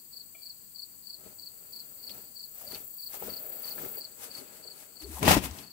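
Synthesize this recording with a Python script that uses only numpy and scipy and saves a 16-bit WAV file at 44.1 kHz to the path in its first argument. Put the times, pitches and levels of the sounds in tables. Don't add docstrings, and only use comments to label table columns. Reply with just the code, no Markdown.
import sys
import numpy as np
from scipy import signal
from scipy.fft import rfft, irfft
from scipy.io import wavfile
from scipy.ndimage import uniform_filter1d

SR = 44100
rng = np.random.default_rng(int(sys.argv[2]) if len(sys.argv) > 2 else 0)


def inscribe(sig):
    pcm = np.round(np.clip(np.atleast_2d(sig).T, -1, 1) * 32767)
    wavfile.write(sys.argv[1], SR, pcm.astype(np.int16))


N = 252246
TIME = np.arange(N) / SR
HZ = np.fft.rfftfreq(N, 1 / SR)

# pitch_hz, level_db, t60_s
PANEL_MODES = [(192, -11.5, 0.19), (337, -6.5, 0.03), (644, -2, 0.034), (853, 0.5, 0.046),
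               (1020, -18, 0.033), (1905, -6, 0.032), (2595, -8, 0.032)]
# peak_s, scrape_db, flex_db, rise_s
SHOVES = [(5.238, -34.5, -26.5, .017), (5.264, -26, -28, .016), (5.291, -17, -22, .013),
          (5.314, -16.5, -26, .011), (5.336, -21, -30, .019), (5.374, -28, -27.5, .014),
          (5.445, -38.5, -41, .034), (5.566, -50, -52.5, 0.073)]
# frequency_hz, level_db
SCRAPE_SPECTRUM = [(200, -30), (380, -8), (500, -13), (630, -5.5), (900, -4), (1200, -6), (1900, -7.5),
                   (2650, -6), (3700, -10.5), (5500, -12), (8500, -15), (15800, -16.5)]
FLEX_SPECTRUM = [(25, -31), (55, -10), (110, 2), (180, 2.5), (320, -2), (420, -5.5), (800, -12),
                 (2000, -46)]
# pitch_hz, width_hz, level_db
LOW_MODES = [(84, 14, -11.5), (180, 50.3, -8.5), (290, 81.6, -7.5)]
def cardboard(scrape_db=-2, flex_db=-1.5, fall_ratio=1.14):
    sliding = swells([(s, db, rise) for s, db, _, rise in SHOVES], fall_ratio)
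    bending = swells([(s, db, rise) for s, _, db, rise in SHOVES], fall_ratio)
    resonances = 1 + sum(band(hz, 0.85 / t60) for hz, _, t60 in PANEL_MODES)
    scrape = noise(amp(spectrum(SCRAPE_SPECTRUM)) * resonances, grain_db=1) * amp(scrape_db)
    flex = noise(amp(spectrum(FLEX_SPECTRUM)), grain_db=2) * amp(flex_db)
    flex += sum(amp(db) * rubbed_mode(hz, width) for hz, width, db in LOW_MODES)
    return sliding * scrape + bending * flex


# start_s, level_db, decay_ratio, pitch_ratio
BLOWS = [(5.2285, -15, 0.62, 1.19), (5.268, -9.5, 0.52, 0.34), (5.279, -5, 0.81, 1),
         (5.3095, -5, 0.41, 0.86), (5.321, -13.5, 0.68, 0.64), (5.368, -11, 0.85, 0.326)]
def blows(gain_db=-7, crack_db=-6, crack_t60_s=0.033, attack_s=0.00038):
    out = np.zeros((2, N))
    t = np.arange(SR // 4) / SR
    onset = 1 - np.exp(-t / attack_s)
    for s, db, decay_ratio, pitch_ratio in BLOWS:
        skews = rng.standard_normal((len(PANEL_MODES), 2, 1))
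        modes = 0
        for (hz, mode_db, t60), skew in zip(PANEL_MODES, skews):
            phase = 2 * np.pi * hz * pitch_ratio * t + skew * hz / 1000
            modes += amp(mode_db - 60 * t / (t60 * decay_ratio)) * np.sin(phase)
        crack = rng.standard_normal((2, len(t))) * amp(crack_db - 60 * t / crack_t60_s) * pitch_ratio
        add(out, s, amp(db + gain_db) * (modes + crack) * onset)
    return echoes(out, t60_s=0.083, wet_db=-10)


def flap(level_db=-46):
    load = gate(5.03, 5.53, attack_s=0.0068, release_s=.03)
    return amp(level_db) * rubbed_mode(hz=63, width_hz=18.3) * load


# peak_s, level_db, rise_s, pitch_hz
RUBS = [(2.662, -58, 0.057, 598), (2.758, -54, 0.014, 2530), (3.49, -59, .17, 600), (5.048, -46, .018, 325),
        (5.109, -49, 0.029, 310), (5.18, -47, 0.015, 980), (5.45, -50, 0.018, 2670)]
def rubs(width_ratio=.27):
    return sum(swell(s, db, rise, rise) * rubbed_mode(hz, width_ratio * hz) for s, db, rise, hz in RUBS)


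# peak_s, tread_db, blades_db, rise_s
STEPS = [(1.275, -56, -64, 0.062), (2.152, -56, -60, 0.084), (2.743, -52.5, -52, 0.066),
         (3.269, -46.5, -52.5, 0.056), (3.83, -46, -53, 0.059), (4.38, -58, -51.5, 0.047)]
# time_s, level_db
RUSTLE_LEVEL = [(1.45, -73), (1.65, -66.5), (2.0, -68), (2.42, -75), (3.07, -74.5), (3.15, -56.5),
                (3.95, -55.5), (4.13, -64), (4.3, -56.5), (4.55, -58), (4.95, -65)]
# peak_s, level_db, rise_s
CLOTH_SWISHES = [(2.61, -56, 0.05), (3.145, -47, 0.025), (3.68, -50, .05), (4.24, -46, 0.035),
                 (4.56, -59, 0.044), (4.81, -55, .05), (5.025, -51, 0.015), (5.165, -47.5, 0.068),
                 (5.451, -39.5, 0.017), (5.59, -53.5, 0.066)]
# frequency_hz, level_db
TREAD_SPECTRUM = [(35, -10), (60, 0), (100, -7), (170, 2.5), (300, -1.5), (480, -2), (620, 0), (800, -9),
                  (1150, -16), (1400, -7.5), (2000, -38), (3800, -20), (6000, -25)]
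SWISH_SPECTRUM = [(300, -9), (700, 3), (1500, -2), (3000, -3.5), (5500, -3), (8000, 1), (12000, 3),
                  (16000, -1)]
def footsteps(lumps_db=2, blades_lead_s=0.0047, thin_below_hz=323):
    soles = swells([(s, db, rise) for s, db, _, rise in STEPS]) * amp(lumps_db * drift(32))
    blades = swells([(s - blades_lead_s, db, rise) for s, _, db, rise in STEPS])
    brushing = np.hypot(blades, swells(CLOTH_SWISHES, fall_ratio=0.78))
    walking = amp(curves(RUSTLE_LEVEL)[0]) * gate(STEPS[0][0], 5.36, attack_s=0.11, release_s=0.11)
    crushing = np.hypot(soles * amp(-14), walking * amp(-7))
    grass = amp(spectrum(TREAD_SPECTRUM))
    tread = noise(grass, grain_db=3.5) * soles * amp(-2)
    rustle = noise(grass * HZ / np.hypot(HZ, thin_below_hz), grain_db=3) * walking * amp(-2)
    crunch = noise(band(2025, 5200) ** 2, grain_db=2.5) * crushing
    swish = noise(amp(spectrum(SWISH_SPECTRUM)), grain_db=2.5) * brushing * amp(4)
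    return tread + rustle + crunch + swish


# start_s, level_db, pitch_hz, t60_s
SNAPS = [(2.094, -38, 3700, .037), (2.747, -39, 4170, .046), (3.1415, -37, 745, 0.05),
         (3.2234, -26, 616, 0.022), (3.2806, -35, 430, 0.055), (3.779, -39.5, 1500, 0.074),
         (3.8336, -34, 347, .11), (3.9704, -37.5, 480, 0.055), (4.412, -38, 350, 0.056),
         (4.648, -43, 450, 0.056), (5.0205, -47, 2620, .03), (5.5105, -38, 5500, .026),
         (5.5862, -37, 4210, .034)]
def snaps(gain_db=-5, width_octaves=.9):
    out = np.zeros((2, N))
    t = np.arange(SR // 8) / SR
    edge_ratio = 2 ** (width_octaves / 2)
    for s, db, hz, t60 in SNAPS:
        resonance = signal.butter(2, [hz / edge_ratio, hz * edge_ratio], "band", fs=SR, output="sos")
        burst = unit(signal.sosfilt(resonance, rng.standard_normal((2, len(t)))))
        add(out, s, amp(db + gain_db - 60 * t / t60) * burst)
    return out


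# peak_s, level_db, stroke_gap_s
CHIRPS = [(0.137, -40, 0.036), (.433, -40, .036), (.761, -38, 0.036), (1.072, -38, .035),
          (1.398, -39, 0.037), (1.736, -37.5, .0335), (2.042, -38, 0.036), (2.369, -38.5, 0.036),
          (2.68, -37.5, 0.034), (2.997, -38.5, 0.037), (3.305, -37.5, .035), (3.646, -37, .0355),
          (3.983, -38, 0.034), (4.316, -38.5, 0.036), (4.642, -41, .036), (4.969, -42.5, 0.037),
          (5.640, -47.5, 0.037)]
def cricket(first_stroke_db=(-1.5, -8), bounce_gain=.28, bounce_delays_s=(.0057, .0043)):
    song = np.zeros((2, N))
    for s, db, gap in CHIRPS:
        start = s + WING_STROKE[0][0]
        add(song, start, amp(db) * amp(first_stroke_db)[:, None] * wing_stroke(pitch_ratio=1))
        for k in (1, 2):
            add(song, start + k * gap, amp(db) * wing_stroke(pitch_ratio=0.99))
    bounce = np.array([np.roll(side, round(s * SR)) for side, s in zip(song, bounce_delays_s)])
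    return echoes(song + bounce_gain * bounce, t60_s=.14, wet_db=-7.5)


# time_s, pitch_hz, left_db, right_db
WING_STROKE = [(-.017, 4520, -30, -23), (-.011, 4540, -3, -16), (-.006, 4760, -26, 7),
               (-.002, 4540, 0, -26), (.002, 4490, 0, -13), (.0055, 4400, -10, -3), (0.011, 4200, -22, -34),
               (0.022, 4100, -22, -37)]
# harmonic_number, level_db
OVERTONES = [(2, -21), (3, -19)]
def wing_stroke(pitch_ratio, roughness=0.49, jitter=0.0067):
    t = np.arange(WING_STROKE[0][0], WING_STROKE[-1][0], 1 / SR)
    hz, *sides_db = curves(WING_STROKE, t)
    unevenness = uniform_filter1d(rng.standard_normal((2, len(t))), size=90)
    grip, speed = (unit(row) for row in uniform_filter1d(unevenness, size=70))
    phase = 2 * np.pi * np.cumsum(hz * pitch_ratio * (1 + jitter * speed)) / SR
    tone = np.sin(phase) + sum(amp(db) * np.sin(k * phase) for k, db in OVERTONES)
    return amp(sides_db) * (1 + roughness * np.tanh(grip)) * tone


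# time_s, level_db
KATYDID_LEVEL = [(0, -49.5), (1.3, -49.5), (1.8, -45.5), (2.15, -44.5), (2.33, -48), (2.6, -43),
                 (3.0, -40.5), (3.25, -38.5), (4.0, -36.5)]
# time_s, rate_hz
SWEEP_RATE = [(0, 32.1), (1.99, 32.1), (2.04, 29.7), (2.53, 29.7), (2.58, 30.7)]
# frequency_hz, level_db
RASP_SPECTRUM = [(8000, -36), (10000, -21), (10900, -13), (12100, -13), (13000, -7), (13950, .5),
                 (14250, -1), (14600, 2), (14850, -.5), (15200, 0), (17000, -4)]
def katydid(gain_db=-2, waver_db=0.5, throb_from_s=2.1, stop_s=4.003, release_s=0.013):
    since_stop = TIME - stop_s
    stopped = np.clip(since_stop / release_s, 0, 1)
    others_db = -51 - 3.5 * since_stop
    db = (1 - stopped) * curves(KATYDID_LEVEL)[0] + stopped * others_db
    depth = np.where(TIME < throb_from_s, .13, .4)
    sweeps = np.cumsum(curves(SWEEP_RATE)[0]) / SR + 1 / 3
    throb = 1 + depth * np.cos(2 * np.pi * sweeps)
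    rasp = noise(amp(spectrum(RASP_SPECTRUM)))
    return rasp * amp(db + gain_db + waver_db * drift(60)) * throb


# pitch_hz, level_db, t60_s
METAL_MODES = [(665, -51, 0.063), (1340, -55, 0.029), (2226, -51, 0.055), (2360, -36, 0.03),
               (3020, -58, .05), (3380, -58, .06)]
def clink(start_s=.347, attack_s=0.0046):
    out = np.zeros(N)
    t = np.arange(SR // 4) / SR
    ring = sum(amp(db - 60 * t / t60) * np.sin(2 * np.pi * hz * t) for hz, db, t60 in METAL_MODES)
    onset = 1 - np.exp(-(t / attack_s) ** 2)
    add(out, start_s, onset * ring)
    return echoes(out, t60_s=0.42, wet_db=-3)


def far_crickets(level_db=-66, waver_db=2.85):
    return noise(band(4520, 840) ** 2) * amp(level_db + waver_db * drift(25))


# frequency_hz, level_db
CHORUS_SPECTRUM = [(5000, -46), (6200, -19), (7000, -8), (7750, -4), (7930, 4), (8150, -5), (8700, -8.5),
                   (10000, -15.5), (12000, -9.5), (14000, -12), (16000, -8)]
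# time_s, level_db
CHORUS_LEVEL = [(0, -53.5), (2, -52.5), (3.9, -51), (4.3, -51), (5, -53.5), (5.72, -57)]
def chorus(gain_db=-0.5, flutter_hz=61, depth=0.038):
    phase = 2 * np.pi * flutter_hz * TIME
    flutter = 1 + depth * np.cos(phase + drift(2.5)) + depth * np.cos(phase / 2)
    hiss = noise(amp(spectrum(CHORUS_SPECTRUM)), grain_db=-2)
    return hiss * amp(curves(CHORUS_LEVEL)[0] + gain_db) * flutter


# frequency_hz, level_db
AIR_SPECTRUM = [(15, -55), (25, -0.5), (76, -0.5), (209, 2), (247, -1), (305, 0), (332, -5), (484, -6.5),
                (538, -11), (910, -11.5), (3800, -32), (4940, -38), (8360, -120)]
def air(murmur_db=-68.5, waver_db=0.76, hiss_db=-69.5):
    murmur = noise(amp(spectrum(AIR_SPECTRUM)), coherence_scale=0.12)
    murmur *= amp(murmur_db + waver_db * drift(12))
    return murmur + amp(hiss_db) * noise(band(4000, 15100))


def boot_reflections(x, wet_db=-7, count=6):
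    out = x.copy()
    for side in range(2):
        for delay_s, sign in zip(rng.uniform(.002, .014, count), rng.choice([-1, 1], count)):
            add(out[side], delay_s, sign * amp(wet_db) / np.sqrt(count) * x[side])
    return out


def echoes(x, t60_s, wet_db):
    t = np.arange(SR // 2) / SR
    taps = rng.standard_normal((2, len(t))) * amp(-60 * t / t60_s) * (t > .002)
    taps /= np.linalg.norm(taps, axis=1, keepdims=True)
    return x + amp(wet_db) * signal.fftconvolve(np.atleast_2d(x), taps, axes=1)[:, :N]


def rubbed_mode(hz, width_hz, judder_db=2):
    cycles = np.cumsum(hz + width_hz / 2 * drift(width_hz)) / SR
    return unit(amp(judder_db * drift(width_hz)) * np.sin(2 * np.pi * cycles))


# frequency_hz, coherence
COHERENCE = [(50, 1), (140, 0.71), (300, 0.92), (650, 0.35), (1400, -0.094), (7000, -0.057),
             (15000, -0.028)]
def noise(gain, grain_db=0, coherence_scale=1):
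    grains = np.minimum(rng.exponential(1, N), 5)
    sizes = amp(grain_db * np.repeat(grains, 22)[:N])
    left, independent = rfft(rng.standard_normal((2, N)) * sizes)
    coherence = np.clip(coherence_scale * spectrum(COHERENCE), -1, 1)
    right = coherence * left + np.sqrt(1 - coherence ** 2) * independent
    return unit(irfft(np.array([left, right]) * gain, N))


def drift(rate_hz):
    low_pass = np.exp(-(HZ / rate_hz) ** 2)
    return unit(irfft(rfft(rng.standard_normal(N)) * low_pass, N))


def band(hz, width_hz):
    return 1 / (1 + ((HZ - hz) / width_hz * 2) ** 2)


def swell(peak_s, db, rise_s, fall_s):
    away = np.minimum(abs(TIME - peak_s) / np.where(TIME < peak_s, rise_s, fall_s), 20)
    return amp(db) / np.cosh(away * np.sqrt(2))


def swells(rows, fall_ratio=1):
    return np.sqrt(sum(swell(s, db, rise, fall_ratio * rise) ** 2 for s, db, rise in rows))


def gate(start_s, end_s, attack_s, release_s):
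    return (1 + np.tanh((TIME - start_s) / attack_s)) * (1 - np.tanh((TIME - end_s) / release_s)) / 4


def spectrum(points):
    hz, value = np.transpose(points)
    return np.interp(np.log(HZ + 1), np.log(hz + 1), value)


def curves(rows, t=TIME):
    s, *columns = np.transpose(rows)
    return [np.interp(t, s, column) for column in columns]


def add(mix, start_s, sound):
    part = mix[..., max(round(start_s * SR), 0):][..., :sound.shape[-1]]
    part += sound[..., :part.shape[-1]]


def amp(db):
    return 10 ** (np.asarray(db) / 20)


def unit(x):
    return x / np.sqrt(np.mean(x ** 2) + 1e-20)


def scene():
    yard = cricket() + far_crickets() + katydid() + chorus() + air()
    walker = boot_reflections(footsteps() + snaps())
    tool_on_box = blows() + cardboard() + flap() + rubs()
    return tool_on_box + walker + yard + clink()


def record(dry, left_db=4, right_db=-3, low_cut_hz=44, ceiling=0.94, high_cut_hz=15750):
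    low_cut = signal.butter(3, low_cut_hz, "high", fs=SR, output="sos")
    high_cut = signal.firwin(801, high_cut_hz, window=("kaiser", 8), fs=SR)
    picked_up = signal.sosfilt(low_cut, dry * amp([[left_db], [right_db]]))
    saturated = ceiling * np.tanh(picked_up / ceiling)
    return signal.oaconvolve(saturated, high_cut[None], "same")


dry = scene()
out = record(dry)
inscribe(out)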